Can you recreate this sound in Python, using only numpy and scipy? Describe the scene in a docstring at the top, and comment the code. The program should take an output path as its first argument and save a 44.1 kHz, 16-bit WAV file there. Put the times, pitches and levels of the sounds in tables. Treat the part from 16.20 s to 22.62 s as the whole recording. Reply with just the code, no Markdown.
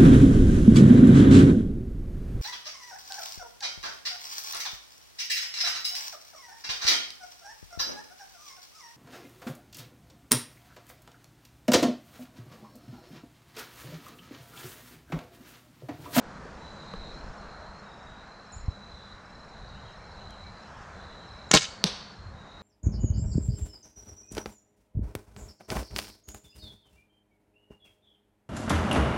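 """On a lawn at dusk, an archer close by shoots a compound bow: its parts strike in turn and its limbs
(the bending arms) ring. The arrow cracks into a far target. A house front and a row of trees throw
the sharp sounds back. Crickets rub their wings, birds whistle and gear knocks softly. Far away, traffic
and a machine hum, while a light breeze puffs on the microphone."""
import sys
import numpy as np
from scipy import signal
from scipy.io import wavfile
from scipy.ndimage import uniform_filter1d

SR = 44100
rng = np.random.default_rng(int(sys.argv[2]) if len(sys.argv) > 2 else 0)


def bounce(signal):
    """Save signal as a 16-bit WAV file at the path given by the first command-line argument."""
    frames = np.transpose(np.atleast_2d(signal))
    limited = np.clip(frames, -1, 1)
    pcm = np.round(limited * 32767).astype(np.int16)
    wavfile.write(sys.argv[1], SR, pcm)


N = 283122

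# Bow parts strike in turn (release jaw, string on its stop, limbs, cables). A fade is a fall of 60 dB.
# start_s, peak_db, bright_hz, fade_s, limb_db
BOW_BLOWS = [(5.3120, -17, 6200, .007, -19), (5.3140, -1, 5700, .009, -27), (5.319, -21, 5200, .09, -33),
             (5.333, -16, 3300, .04, -20), (5.3372, -5, 4200, .009, -11), (5.3395, -3, 6500, .018, -13),
             (5.349, -4, 5900, .018, -12), (5.371, -6, 3500, .022, -24)]
# The tones a limb rings with: pitch_hz, level_db, fade_s
LIMB_TONES = [(178, -9.5, .045), (225, -13, .03), (345, -12, .05), (450, -5, .03), (610, -4, .022),
              (800, -2.5, .016), (1080, -4.1, .022), (1400, -3.5, .016), (1750, -5, .014), (2240, -4, .03),
              (2900, -8.6, .014)]
# The broad snap in each blow: frequency_hz, level_db
SNAP_SPECTRUM = [(60, -40), (200, -16), (700, -5), (2000, -3), (3500, -2), (6000, -3), (8000, -14),
                 (10500, -28), (14000, -42), (16000, -60)]
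# A low push of air as the limbs fly forward: time_s, peak_db, pitch_hz
AIR_PUSH = (5.349, -27.5, 70)
# The arrow's crack: frequency_hz, level_db
CRACK_SPECTRUM = [(120, -42), (200, -12), (480, -6), (900, -11), (1910, -11), (2700, -8), (3690, 0),
                  (4120, 0), (5840, -4), (6280, -7), (7140, -22), (7800, -15), (9930, -20), (13800, -27),
                  (16000, -32)]
# The crack and the low boom after it: start_s, crack_db, boom_db, boom_hz, fullest_after_s, half_length_s
CRACK_AND_BOOM = (5.6406, 1, -21, 182, .011, .010)
# Echoes off the house, for bow and target: delay_s, level_db, smear_s
BOW_ECHOES = [(.004, -19, .01), (.070, -21, .0012), (.080, -20, .0015)]
TARGET_ECHOES = [(.0008, -12, .0015), (.005, -18, .012), (.024, -15, .006), (.030, -14, .01)]
# How long the trees echo: frequency_hz, fade_s
TREE_FADES = [(200, .3), (700, .45), (2000, .7), (4000, .7), (6000, .58), (9000, .38), (14000, .22)]
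# The tone of their echo: frequency_hz, level_db
TREE_SPECTRUM = [(200, 8), (1000, 8), (2500, 2), (5000, 0), (8000, 0), (11000, -5), (13000, -14),
                 (15000, -28)]
# Tree cricket trills: start_s, end_s, pitch_hz, level_db
CRICKET_TRILLS = [(0, .18, 4100, -67), (.37, .97, 4000, -57.3), (.58, .92, 3810, -57.5),
                  (.65, 1.06, 4150, -58), (1.17, 1.63, 4170, -61.8), (1.06, 1.55, 3950, -67),
                  (1.63, 2.05, 3820, -61), (1.98, 2.52, 4080, -61.3), (2.5, 2.95, 3990, -56.8),
                  (2.7, 3.0, 3800, -64.8), (2.7, 2.9, 3500, -70), (2.93, 3.25, 4000, -65),
                  (3.12, 3.88, 4080, -61.8), (3.28, 3.75, 3850, -61), (3.85, 4.45, 4090, -59.8),
                  (3.87, 4.3, 3960, -59.8), (4.73, 5.3, 4030, -57.8), (4.78, 5.3, 3860, -63.8),
                  (4.72, 4.95, 3550, -68), (5.48, 5.92, 4460, -56.8), (5.9, 6.12, 4180, -61.8),
                  (6.13, 6.45, 3830, -58.3), (6.2, 6.45, 4100, -64.8)]
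# Field cricket chirps: first_stroke_middle_s, stroke_count, level_db
CRICKET_CHIRPS = [(.358, 2, -65.5), (.948, 6, -62.5), (1.598, 6, -64.5), (2.271, 6, -62.5),
                  (3.058, 6, -63.5), (3.729, 6, -64.5), (4.432, 5, -62.5), (5.084, 5, -64.5),
                  (5.923, 2, -63.5)]
# The shape of a near bird's note: after_s, pitch_hz, level_db
NEAR_NOTE = [(0, 9500, -30), (.003, 8200, -14), (.007, 7200, -4), (.016, 6850, 0), (.028, 6900, 2),
             (.038, 7200, -4), (.05, 7800, -16), (.065, 8800, -26)]
# When it calls: start_s, level_db
NEAR_CALLS = [(2.318, -49), (5.285, -58)]
# The notes of a far bird's song: after_s, length_s, from_hz, to_hz, level_db
FAR_NOTES = [(0, .012, 3700, 4900, -54), (.065, .02, 2650, 2750, -66), (.078, .03, 2900, 3050, -62),
             (.12, .02, 3000, 2950, -66), (.17, .03, 3250, 3250, -61), (.195, .035, 3200, 2650, -62),
             (.25, .04, 3150, 3250, -69), (.31, .045, 2120, 2420, -58.5)]
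# When it sings: start_s, level_db
FAR_CALLS = [(3.475, -1.5), (3.918, -1.5), (4.367, -3), (4.83, -6)]
# Small knocks on gear and a handheld camera: start_s, level_db, contact_hz, spread_octaves
GEAR_KNOCKS = [(.254, -27, 470, .3), (.468, -32, 2950, .3), (.7378, -24, 800, 2.2), (1.012, -31, 1800, .8),
               (4.1074, -28, 6000, .3)]
# The tones they ring with: pitch_hz, level_db, fade_s
GEAR_TONES = [(185, -3, .06), (470, -6, .035), (1100, -2, .011), (2950, -6, .005), (6000, -12, .004)]
# Wind rumble on the microphone: time_s, level_db, centre_hz
BREEZE_CURVE = [(0, -55, 45), (.3, -53, 60), (.7, -54, 52), (.77, -43, 30), (.96, -49, 36), (1.15, -47, 38),
                (1.6, -53, 52), (1.7, -59, 70), (1.92, -47, 50), (2.03, -56, 48), (2.3, -58, 55),
                (2.42, -46, 46), (2.6, -52, 57), (3.05, -59, 65), (3.25, -53, 42), (3.66, -47, 62),
                (3.74, -57, 48), (3.97, -49, 58), (4.5, -57, 70), (4.85, -50, 55), (5.3, -55, 70),
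                (5.7, -54, 70), (5.93, -64, 75), (6.03, -42, 60), (6.17, -47, 84), (6.29, -60, 60),
                (6.42, -51, 75)]
# Single gusts on it: time_s, peak_db, pitch_hz
WIND_PUFFS = [(2.366, -32, 90), (2.4845, -18, 100)]
# Far road noise: frequency_hz, level_db
ROAD_SPECTRUM = [(60, -10), (120, -3), (170, 3), (220, -3), (320, -8.5), (620, -3), (1500, -5),
                 (2200, -15.5), (3000, -22.5), (5000, -23.3), (7000, -27.3), (8500, -38), (11000, -48),
                 (13000, -58), (14500, -82)]
# How it drifts: time_s, level_db, treble_lift_db, low_lift_db
ROAD_DRIFT = [(0, -47, 2, 4), (1.0, -46.5, 1, 2.5), (1.47, -46, -2, -2), (2.23, -49.5, 0, 0),
              (2.75, -50, 1, -1), (3.6, -48.5, 0, 0), (4.35, -48.5, 1, -1), (4.62, -45.5, 0, -2),
              (5.0, -48, 0, 0), (5.6, -48, 0, 0), (6.01, -50.5, 0, 2), (6.42, -49, -1, 0)]


def bow(rise_s=.0004, broad_db=-.4, band_ratio=1.19):
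    """Each blow is a dying rattle with a bright centre, and it sets the limbs ringing."""
    blows, kicks, limbs = np.zeros(N), np.zeros(N), np.zeros(SR)
    snap = click(SNAP_SPECTRUM)
    t = np.arange(0, .07, 1 / SR)
    for start_s, peak_db, hz, fade_s, limb_db in BOW_BLOWS + cable_clatter():
        grit = rng.standard_normal(len(t)) * amp(-60 * t / fade_s) * (1 - np.exp(-t / rise_s))
        broad = signal.fftconvolve(grit, snap)[:len(t)]
        bright = bandpass(grit, hz / band_ratio, hz * band_ratio)
        blow = unit(bright) + amp(broad_db) * unit(broad)
        add(blows, start_s, amp(peak_db) * blow / abs(blow).max())
        add(kicks, start_s, amp(limb_db) * grit / np.linalg.norm(grit))
    for hz, db, fade_s in LIMB_TONES:
        add(limbs, 0, amp(db) * ring(hz, fade_s))
    bass_cut = signal.butter(5, 135, "highpass", fs=SR, output="sos")  # slim limbs give no deep bass
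    return signal.sosfilt(bass_cut, blows + signal.fftconvolve(kicks, limbs)[:N])


def cable_clatter(count=13, start_s=5.341, gap_s=.0035, fade_s=.032, low_hz=1900, high_hz=5000):
    """Cables and their wheels rattle on after the string lands: extra, fading rows for BOW_BLOWS."""
    jitter, brightness, strength = rng.random((count, 3)).T
    after_s = (np.arange(count) + jitter) * gap_s
    hz = low_hz * (high_hz / low_hz) ** brightness
    peak_db = -10.5 - 5500 * after_s ** 2 + 4 * (strength - .5)
    limb_db = -14 - 500 * after_s
    return list(zip(start_s + after_s, peak_db, hz, np.full(count, fade_s), limb_db))


def crack_and_thud(sag=.1, rustle_db=-34, rustle_fade_s=.15):
    """The arrow cracks into the target. A dull rustle and a short, low boom follow the crack."""
    start_s, crack_db, boom_db, boom_hz, fullest_s, half_s = CRACK_AND_BOOM
    crack, thud = np.zeros((2, N))
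    t = np.arange(0, .06, 1 / SR)
    add(crack, start_s, -amp(crack_db) * click(CRACK_SPECTRUM))
    rustle = unit(bandpass(rng.standard_normal(len(t)), 130, 700, order=2))
    add(thud, start_s, amp(rustle_db) * rustle * amp(-60 * t / rustle_fade_s))
    cycles = boom_hz * t * (1 + sag * (1 - t / (2 * fullest_s)))  # the pitch sinks
    boom = np.sin(2 * np.pi * cycles) + .15 * np.sin(2 * np.pi * 2.4 * cycles)
    swell = np.exp(-abs((t - fullest_s) / half_s) ** 3)
    add(thud, start_s, -amp(boom_db) * boom * swell)
    return crack, thud


def house_echo(sound, echoes):
    """Each echo is a short burst of bounces off rails, posts and wall."""
    bounces, t = np.zeros(SR), np.arange(0, .05, 1 / SR)
    for delay_s, db, smear_s in echoes:
        burst = rng.standard_normal(len(t)) * np.exp(-t / smear_s)
        add(bounces, delay_s, amp(db) * burst / np.linalg.norm(burst))
    return signal.fftconvolve(sound, bandpass(bounces, 1200, 8500))[:N]


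def tree_echo(sound, stretch, rise_s=.012):
    """Trunks and leaves return a wash of echoes, each band dying at its own speed."""
    hz, t, bands = signal.stft(rng.standard_normal(SR), SR, nperseg=256)
    fade_s = stretch * look_up(TREE_FADES, hz)[:, None]
    bands = bands * amp(look_up(TREE_SPECTRUM, hz)[:, None] - 60 * t / fade_s)
    tail = signal.istft(bands, SR, nperseg=256)[1]
    tail *= 1 - np.exp(-(np.arange(len(tail)) / SR / rise_s) ** 2)
    return signal.fftconvolve(sound, tail / np.linalg.norm(tail))[:N]


def tree_crickets(strokes_per_s=37.5, sounding_share=.66, sag=.045, rough=.55, wander=.004, uneven=.04):
    """Fast wing strokes make a swelling trill; each is a rough tone that sinks in pitch."""
    out = np.zeros(N)
    for start_s, end_s, hz, db in CRICKET_TRILLS:
        t = np.arange(0, end_s - start_s, 1 / SR)
        haste, wobble_speed, offset = rng.random(3)
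        flutter, drift, pace = (smooth_noise(SR, width)[:len(t)] for width in (90, 2500, 2500))
        rate = strokes_per_s * (.98 + .04 * haste + uneven * pace)
        stroke = np.minimum(np.cumsum(rate) / SR % 1 / sounding_share, 1)  # runs 0 to 1, then rests
        wobble = 1 + .3 * np.sin(2 * np.pi * ((5 + 9 * wobble_speed) * t + offset)) + rough * flutter
        swell = np.minimum(1, .7 + t / .6) * np.minimum(1, (t[-1] - t) / .03)
        tone = note(hz * (1 + sag * (.5 - stroke) + wander * drift))
        add(out, start_s, amp(db) * swell * wobble * np.sin(np.pi * stroke) * tone)
    return out


def field_cricket(pitch_hz=5380, gap_s=.0476, stroke_s=.021):
    """A few clean wing strokes in a row make each chirp."""
    out = np.zeros(N)
    stroke = np.linspace(0, 1, int(stroke_s * SR))
    for middle_s, count, db in CRICKET_CHIRPS:
        for k in range(round(count)):
            tone = note(pitch_hz * (1 + .006 * (.5 - stroke)))
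            add(out, middle_s + k * gap_s - stroke_s / 2, amp(db) * np.sin(np.pi * stroke) * tone)
    return out


def birds(waver_hz=70):
    """Gliding whistles: a near bird gives single notes and a far one repeats a short song."""
    near, far = np.zeros((2, N))
    times, hz, db = np.transpose(NEAR_NOTE)
    t = np.arange(0, times[-1], 1 / SR)
    for start_s, call_db in NEAR_CALLS:
        add(near, start_s, amp(call_db + np.interp(t, times, db)) * note(np.interp(t, times, hz)))
    for start_s, call_db in FAR_CALLS:
        for after_s, length_s, from_hz, to_hz, note_db in FAR_NOTES:
            progress = np.linspace(0, 1, int(length_s * SR))
            waver = waver_hz * np.sin(2 * np.pi * (1.5 * progress + rng.random()))
            whistle = note(from_hz + (to_hz - from_hz) * progress + waver)
            add(far, start_s + after_s, amp(call_db + note_db) * np.sin(np.pi * progress) * whistle)
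    return near, far


def gear_knocks(tick_db=-6):
    """A knock rings the tones near its contact pitch, each with a dry tick of noise."""
    out = np.zeros(N)
    for start_s, db, contact_hz, octaves in GEAR_KNOCKS:
        for hz, tone_db, fade_s in GEAR_TONES:
            gain = amp(db + tone_db) * np.exp(-.5 * (np.log2(hz / contact_hz) / octaves) ** 2)
            tick = rng.standard_normal(400) * np.exp(-np.arange(400) / 30)
            add(out, start_s, gain * ring(hz, fade_s, rise_s=.0004))
            add(out, start_s, gain * amp(tick_db) * bandpass(tick, hz / 2, hz * 1.7))
    return out


def breeze(width=.62, lumpy_db=2.5, gusty_db=1.5):
    """Wind on the microphone makes a lumpy, wandering rumble and single puffs."""
    times, db, centre_hz = np.transpose(BREEZE_CURVE)
    hz, t, bands = signal.stft(rng.standard_normal(N), SR, nperseg=2048, noverlap=1792)
    off_centre = np.log((hz[:, None] + 4) / np.interp(t, times, centre_hz))
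    shape = np.exp(-.5 * (off_centre / width) ** 2) / (1 + (hz[:, None] / 150) ** 4)
    shape /= np.sqrt((shape ** 2).mean(0))
    rumble = signal.istft(bands * shape, SR, nperseg=2048, noverlap=1792)[1][:N]
    level_db = np.interp(np.arange(N) / SR, times, db)
    level_db += lumpy_db * smooth_noise(N, 900) + gusty_db * smooth_noise(N, 3000)
    return unit(rumble) * amp(level_db) + sum(air_puff(*row) for row in WIND_PUFFS)


def air_puff(time_s, peak_db, hz):
    """One pulse of air: a push, a pull and a slowing rebound."""
    out, t = np.zeros(N), np.arange(-.02, .12, 1 / SR)
    cycles = t * hz
    swell = np.exp(-np.where(cycles < 0, (cycles / .27) ** 2, (cycles / 1.1) ** 3))
    wave = np.cos(2 * np.pi * cycles / (1 + .3 * abs(cycles)))
    add(out, time_s + t[0], amp(peak_db) * wave * swell)
    return out


def traffic(patchy_db=1.0):
    """A far road gives a steady rush whose loudness and tone drift."""
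    frames, hz = N // 256 + 5, np.fft.rfftfreq(1024, 1 / SR)
    real, imag, patches = rng.standard_normal((frames, 513, 3)).T
    patches = unit(uniform_filter1d(uniform_filter1d(patches, 10, axis=0), 20, axis=1))
    times, *columns = np.transpose(ROAD_DRIFT)
    db, treble_db, low_db = (np.interp(np.arange(frames) * 256 / SR, times, c) for c in columns)
    treble = np.clip((hz - 1800) / 1500, 0, 1)[:, None]
    low = np.clip((600 - hz) / 200, 0, 1)[:, None]
    drift_db = patchy_db * patches + db + treble * treble_db + low * low_db
    bands = (real + 1j * imag) * amp(look_up(ROAD_SPECTRUM, hz)[:, None] + drift_db)
    rush = signal.istft(bands, nperseg=1024, noverlap=768)[1][:N]
    return unit(rush) * np.sqrt(np.mean(amp(db) ** 2))


def machine_hum(pitch_hz=201, width_hz=14, level_db=-61):
    """A far machine holds one low, fuzzy tone."""
    edges_hz = [pitch_hz - width_hz / 2, pitch_hz + width_hz / 2]
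    band = signal.butter(2, edges_hz, "bandpass", fs=SR, output="sos")
    return amp(level_db) * unit(signal.sosfilt(band, rng.standard_normal(N)))


def amp(db):
    """Turns decibels into a multiplier."""
    return 10 ** (np.asarray(db) / 20)


def unit(x):
    """Scales to an average (rms) level of 1."""
    return x / np.sqrt(np.mean(x ** 2) + 1e-20)


def look_up(table, hz):
    """Reads between a table's rows on a log-frequency scale."""
    row_hz, values = np.transpose(table)
    return np.interp(np.log(hz + 1), np.log(row_hz + 1), values)


def add(mix, start_s, sound):
    """Mixes a sound in at start_s."""
    part = mix[max(round(start_s * SR), 0):][:len(sound)]
    part += sound[:len(part)]


def bandpass(x, low_hz, high_hz, order=3):
    """Keeps what lies between two frequencies."""
    return signal.lfilter(*signal.butter(order, [low_hz, high_hz], "bandpass", fs=SR), x)


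def highpass(x, hz, order):
    """Keeps what lies above hz."""
    return signal.lfilter(*signal.butter(order, hz, "highpass", fs=SR), x)


def smooth_noise(length, width):
    """A random wiggle, smoothed over width samples."""
    return unit(uniform_filter1d(uniform_filter1d(rng.standard_normal(length), width), width))


def click(spectrum, size=2048):
    """The most sudden (minimum-phase) click with this spectrum, peak 1."""
    db = look_up(spectrum, abs(np.fft.fftfreq(size, 1 / SR)))
    log_gain = np.log(amp(np.maximum(db, -100)))
    pulse = np.fft.ifft(np.exp(np.conj(signal.hilbert(log_gain)))).real[:size // 2]
    return pulse / abs(pulse).max()


def ring(hz, fade_s, rise_s=0.):
    """A dying tone with an optional soft start."""
    t = np.arange(int(fade_s * SR) + 8) / SR
    return amp(-60 * t / fade_s) * np.sin(2 * np.pi * hz * t) * (1 - np.exp(-t / (rise_s + 1e-5)))


def note(hz):
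    """A pure tone that follows a pitch curve."""
    return np.sqrt(2) * np.sin(2 * np.pi * (np.cumsum(hz) / SR + rng.random()))


def scene():
    """Mixes the sources, with their echoes, into left and right."""
    shot, (crack, thud) = bow(), crack_and_thud()
    trills, chirps, (near_bird, far_bird) = tree_crickets(), field_cricket(), birds()
    mix = shot + air_puff(*AIR_PUSH) + house_echo(shot, BOW_ECHOES)
    mix += amp(-13.5) * tree_echo(highpass(shot, 7000, order=1), stretch=.85)
    mix += amp(-4) * tree_echo(highpass(shot, 12500, order=3), stretch=1.2)  # near leaves return the fizz
    mix += crack + thud + house_echo(crack, TARGET_ECHOES) + amp(-11) * tree_echo(crack, stretch=1.05)
    mix += trills + amp(.8) * tree_echo(trills, stretch=.35)
    mix += chirps + amp(-16) * tree_echo(chirps, stretch=.3)
    mix += near_bird + amp(-5) * tree_echo(near_bird, stretch=.7)
    mix += far_bird + amp(-5) * tree_echo(far_bird, stretch=.35)
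    mix += traffic() + machine_hum() + breeze() + gear_knocks()
    side = amp(-22) * highpass(shot, 5000, order=2)  # a faint left-right difference in the shot's treble
    return np.array([mix + side, mix - side])


def record(dry, top_hz=16500):
    """Rounds off the loudest peaks, then cuts the highest treble."""
    rounded = np.sign(dry) * (.7 + .3 * np.tanh((abs(dry) - .7) / .3))
    soft = np.where(abs(dry) < .7, dry, rounded)
    treble_cut = signal.firwin(511, top_hz, window=("kaiser", 9), fs=SR)
    return signal.oaconvolve(soft, treble_cut[None], "same")


dry = scene()
out = record(dry)
bounce(out)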